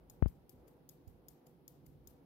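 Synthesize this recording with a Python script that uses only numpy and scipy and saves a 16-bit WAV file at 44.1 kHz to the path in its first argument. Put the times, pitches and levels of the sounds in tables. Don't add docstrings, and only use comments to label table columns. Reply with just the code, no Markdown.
import sys
import numpy as np
from scipy import signal
from scipy.fft import rfft, irfft, next_fast_len
from scipy.io import wavfile
from scipy.ndimage import uniform_filter1d, map_coordinates

SR = 44100
rng = np.random.default_rng(int(sys.argv[2]) if len(sys.argv) > 2 else 0)


def decibels_to_gain(level_db):
    exponent = np.asarray(level_db, float) / 20
    return 10 ** exponent


def waveform_to_disk(signal):
    frames = np.transpose(np.atleast_2d(signal))
    scaled = np.clip(frames, -1, 1) * 32767
    samples = np.round(scaled).astype(np.int16)
    wavfile.write(sys.argv[1], SR, samples)


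N = 99225
QUIET_TOP_HZ = 15800


def unit(x):
    return x / np.sqrt(np.mean(x ** 2) + 1e-20)


def along(points, hz):
    f, v = np.transpose(points)
    return np.interp(np.log(hz + 1), np.log(f + 1), v)


def curve(rows):
    return np.interp(np.arange(N) / SR, *np.transpose(rows))


def wobble(rate):
    knots = rng.standard_normal(int(N * rate / SR) + 4)
    return map_coordinates(knots, [np.arange(N) * rate / SR])


def filtered(x, response):
    m = next_fast_len(N + SR // 2)
    hz = np.fft.rfftfreq(m, 1 / SR)
    return irfft(rfft(x, m) * response(hz), m)[..., :N]


# frequency in Hz, level in dB.
DIFFUSE_TONE = [(1500, -19), (3500, -15), (5100, -16), (6700, -12.5), (8300, -6), (11000, -3.5), (13700, 4),
                (15800, -11)]


def beats(rows, body, lead_ms, step_db, lead_db, fade_db, scatter_db, trim_db, floor_db, count):
    force = np.zeros((2, N))
    draws = rng.random((len(rows), 2, count))
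    for (start, peak_db, chatter_ms), (when, size) in zip(rows, draws):
        ms = -lead_ms + when * (lead_ms + chatter_ms)
        ms[0] = 0
        sliding = step_db - lead_db * ms / lead_ms
        chatter = fade_db * ms / chatter_ms
        level = np.where(ms < 0, sliding, chatter) - scatter_db * np.log10(size + 0.025)
        level[0] = 8
        level -= 10 * np.log10(np.sum(decibels_to_gain(2 * level)))
        at = np.round((start + ms / 1000) * SR).astype(int)
        for port in force:
            sign = np.sign(rng.standard_normal(count))
            np.add.at(port, at, sign * decibels_to_gain(peak_db + trim_db + level))

    def ring(f):
        total = 0
        for k, (center, width, db) in enumerate(body):
            damping = 1j * f * width
            total = total + (-1) ** k * decibels_to_gain(db) * damping / (center * center - f * f + damping)
        return total

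    return filtered(force, lambda f: ring(f) + decibels_to_gain(floor_db + along(DIFFUSE_TONE, f)))


# start in seconds, peak level in dB, length of the chatter in ms.
TICK_BEATS = [
    (0.0984, -44, 5.67),
    (0.494, -44.5, 5),
    (0.8909, -41.5, 5.8),
    (1.284, -42, 5.8),
    (1.679, -41.5, 4.1),
    (2.0728, -42, 4.8),
]
# start in seconds, peak level in dB, length of the chatter in ms.
TOCK_BEATS = [
    (0.2807, -50.5, 5),
    (0.6805, -54.5, 5),
    (1.0774, -56.5, 5),
    (1.4681, -54.5, 5),
    (1.8638, -53.5, 5),
]
# frequency in Hz, width in Hz, level in dB.
TICK_PLATES = [(3350, 450, -22), (5080, 170, -8), (5900, 300, -12), (6700, 170, 2), (7900, 200, -10),
               (9250, 450, -11), (10300, 400, -8), (11300, 500, -8), (12200, 300, -3), (13000, 400, -5),
               (13600, 220, 0), (14080, 180, -1), (15200, 600, -9)]
# frequency in Hz, width in Hz, level in dB.
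TOCK_PLATES = [(2150, 300, -17), (3200, 300, -14), (4800, 320, -12), (6000, 250, -11), (6850, 220, -6),
               (8900, 400, -11), (10300, 400, -12), (12300, 600, -4), (13500, 300, -2), (14050, 260, -4),
               (15200, 400, -9)]
# frequency in Hz, level in dB.
RIGHT_SHADE = [(3300, 2), (4300, -5), (5120, 5), (6000, -8), (6800, -25), (8200, -38), (10500, -23),
               (13000, -36)]


def watch():
    ticks = beats(TICK_BEATS, TICK_PLATES, lead_ms=1.8, step_db=-20, lead_db=-6, fade_db=-10,
                  scatter_db=0, trim_db=26.5, floor_db=-16.5, count=30)
    tocks = beats(TOCK_BEATS, TOCK_PLATES, lead_ms=10, step_db=-3, lead_db=-21, fade_db=-2,
                  scatter_db=-4, trim_db=28.5, floor_db=-11, count=70)
    right_lag_s = 0.000557

    def ports(hz):
        left = decibels_to_gain(-10 * (hz > QUIET_TOP_HZ)) + 0j
        right = decibels_to_gain(along(RIGHT_SHADE, hz)) * np.exp(-2j * np.pi * hz * right_lag_s)
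        return np.array([left, right])

    return filtered(ticks + tocks, ports)


# frequency in Hz, time to fade by 60 dB in seconds.
ECHO_TIME = [(3000, 0.58), (6000, 0.61), (9000, 0.21), (13000, 0.27), (16000, 0.34)]
# frequency in Hz, level in dB.
ECHO_SHADE = [(3000, 0), (5000, 3), (6700, -2), (7400, -22), (8800, -22), (10500, -10), (13500, -28),
              (15500, -24)]


def room():
    delay_s, tock_db, echo_db, grain_db = 0.0068, 5, 14, 1.2
    wet = np.zeros((2, N + SR))
    sources = [(s, db) for s, db, _ in TICK_BEATS] + [(s, db + tock_db) for s, db, _ in TOCK_BEATS]
    for start, db in sources:
        hz, t, z = signal.stft(rng.standard_normal((2, SR // 2)), SR, nperseg=128)
        fade = decibels_to_gain(-60 * t / along(ECHO_TIME, hz)[:, None])
        tail = signal.istft(z * fade, SR, nperseg=128)[1][:, :SR // 2]
        first = round((start + delay_s) * SR)
        wet[:, first:][:, :SR // 2] += decibels_to_gain(db) * tail / np.linalg.norm(tail[0])
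    uneven = wet[:, :N] * decibels_to_gain(grain_db * wobble(90))

    def tone(hz):
        shade = np.outer([0, 1], along(ECHO_SHADE, hz))
        return decibels_to_gain(echo_db + along(DIFFUSE_TONE, hz) + shade) * (hz < QUIET_TOP_HZ)

    return filtered(uneven, tone)


# start in seconds, pressure step in dB, rise time in ms.
LEFT_PRESSES = [
    (.2252, -5.2, .15),
    (.2601, -11.4, .46),
]


def finger():
    t = np.arange(N) / SR
    creep_ms, creep_share = 0.96, 0.67
    pull_s, pull_db, pull_ms = 1.0744, -35.5, 2.6
    low_cut_hz, low_cut_q, skin_hz = 47, 0.806, 2900

    def rise(start, ms):
        return np.exp(np.minimum(t - start, 0) * 1000 / ms)

    left = np.zeros(N)
    for start, db, ms in LEFT_PRESSES:
        quick = (1 - creep_share) * rise(start, ms)
        slow = creep_share * rise(start, creep_ms)
        left -= decibels_to_gain(db) * (quick + slow)
    right = -decibels_to_gain(pull_db) * np.exp(-((t - pull_s) * 1000 / pull_ms) ** 2)
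    change = np.diff([left, right], prepend=0) * SR

    def port(hz):
        j = 1j * hz / low_cut_hz
        cut = j ** 5 / (j * j + j / low_cut_q + 1) ** 3 / (2 * np.pi * low_cut_hz)
        return cut / np.exp((hz / skin_hz) ** 2)

    return filtered(change, port)


def rustle():
    start_s, level_db, rise_s, fade_60db_s, top_hz = 0.23, -62, 0.014, 0.25, 2550
    u = np.maximum(np.arange(N) / SR - start_s, 0)
    noise = rng.standard_normal(N)
    grain = unit(filtered(noise, lambda hz: hz / (hz + 300) / (1 + (hz / top_hz) ** 4)))
    fade = decibels_to_gain(level_db - 60 * u / fade_60db_s + 3.0 * wobble(300))
    port_gain = decibels_to_gain([[0], [-14]])
    return port_gain * fade * (1 - np.exp(-u / rise_s)) * grain


# frequency in Hz, likeness from 0 to 1.
PORT_LIKENESS = [(60, 0.68), (130, 0.89), (290, 0.85), (640, 0.54), (1400, 0.0066)]
# frequency in Hz, difference in dB.
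PORT_LEAN = [(60, -1), (200, -5), (380, 4.5), (700, -1.9), (1290, -5.5), (2400, -0.9)]


def rush(gain):
    def mid_side(hz):
        turn = np.arccos(np.clip(along(PORT_LIKENESS, hz), -1, 1)) / 2
        return gain(hz) * np.array([np.cos(turn), np.sin(turn)])

    mid, side = filtered(rng.standard_normal((2, N)), mid_side)
    both = unit(np.array([mid + side, mid - side]))
    return filtered(both, lambda hz: decibels_to_gain(np.outer([0.5, -0.5], along(PORT_LEAN, hz))))


def even(x, span_s):
    power = uniform_filter1d(np.mean(x ** 2, 0), round(span_s * SR))
    return x / np.sqrt(np.abs(power) + 0.041)


# time in seconds, strength in dB.
RUMBLE_LEVEL = [(0, -67), (.15, -68), (.36, -67), (.5, -72), (.65, -65.5), (.8, -74.5), (1.0, -71.5),
                (1.13, -69), (1.22, -76.5), (1.31, -69.5), (1.38, -80.5), (1.48, -81.5), (1.6, -77),
                (1.81, -77), (1.87, -70.5), (2.07, -66), (2.25, -74.5)]
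# frequency in Hz, level in dB per Hz.
RUMBLE_COLOR = [(20, -34), (35, 5), (55, 13.5), (80, 8), (110, 8.5), (160, -40.5)]


def rumble():
    noise = even(rush(lambda hz: decibels_to_gain(along(RUMBLE_COLOR, hz))), span_s=0.072)
    return decibels_to_gain(curve(RUMBLE_LEVEL) + 1.56 + 3.1 * wobble(12)) * noise


# time in seconds, strength in dB.
DRONE_LEVEL = [(0, -68), (.1, -69.5), (.33, -62), (.48, -75), (.55, -67), (.65, -72), (.96, -66),
               (1.02, -72), (1.13, -66), (1.22, -75), (1.31, -64.5), (1.44, -81), (1.49, -65), (1.63, -70),
               (1.76, -65.5), (1.96, -61.5), (2.07, -72), (2.25, -68)]


def drone():
    center_hz, width_hz = 149.9, 21.3
    hum = even(rush(lambda hz: 1 / (1 + ((hz - center_hz) / width_hz) ** 2)), span_s=0.08)
    return decibels_to_gain(curve(DRONE_LEVEL)) * hum


# time in seconds, strength in dB.
DUCT_LEVEL = [(0.33, -68.5), (0.426, -71), (0.714, -69), (1.286, -71), (1.478, -69.5), (1.532, -73),
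              (2.228, -70.5), (2.25, -72)]
# frequency in Hz, level in dB per Hz.
DUCT_COLOR = [(400, -17.5), (485, 2), (560, -8.5), (800, -9), (1100, -18), (1500, -23.5), (2500, -31.5),
              (4000, -53.5)]


def duct():
    noise = rush(lambda hz: decibels_to_gain(along(DUCT_COLOR, hz)))
    return decibels_to_gain(curve(DUCT_LEVEL) - 1.26 + 0.88 * wobble(9.74)) * noise


# frequency in Hz, level in dB per Hz.
AIR_COLOR = [(100, -60), (170, -13.5), (264, -3.5), (333, -7.5), (367, -5.5), (450, -15), (580, -40),
             (990, -120)]


def room_air():
    noise = rush(lambda hz: decibels_to_gain(along(AIR_COLOR, hz)))
    return decibels_to_gain(-68 + 0.07 + 0.37 * wobble(4.86)) * noise


# frequency in Hz, level in dB per Hz.
LEFT_HISS = [(1000, -1), (3000, -3), (5000, -8), (7800, -21.5), (10000, -7.5), (13500, -5), (15800, -5)]
# frequency in Hz, level in dB per Hz.
RIGHT_HISS = [(1000, -22.5), (3000, 3.5), (5000, -3), (7800, -20), (10500, -2), (13000, -0.5), (15800, -16)]
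HISS_LEVEL = [-82.5, -87.5]


def hiss():
    ports = []
    for db, color in zip(HISS_LEVEL, [LEFT_HISS, RIGHT_HISS]):
        def tone(hz):
            return decibels_to_gain(along(color, hz)) * (hz > 900) * (hz < QUIET_TOP_HZ)

        ports.append(decibels_to_gain(db) * unit(filtered(rng.standard_normal(N), tone)))
    return np.array(ports)


def scene():
    background = rumble() + drone() + duct() + room_air() + hiss()
    return watch() + room() + finger() + rustle() + background


def low_pass(x):
    return signal.sosfilt(signal.butter(12, 16500, fs=SR, output="sos"), x)


def record(dry):
    top_hz = 16490
    mix = filtered(dry, lambda hz: hz < top_hz)
    return low_pass(mix)


dry = scene()
out = record(dry)
waveform_to_disk(out)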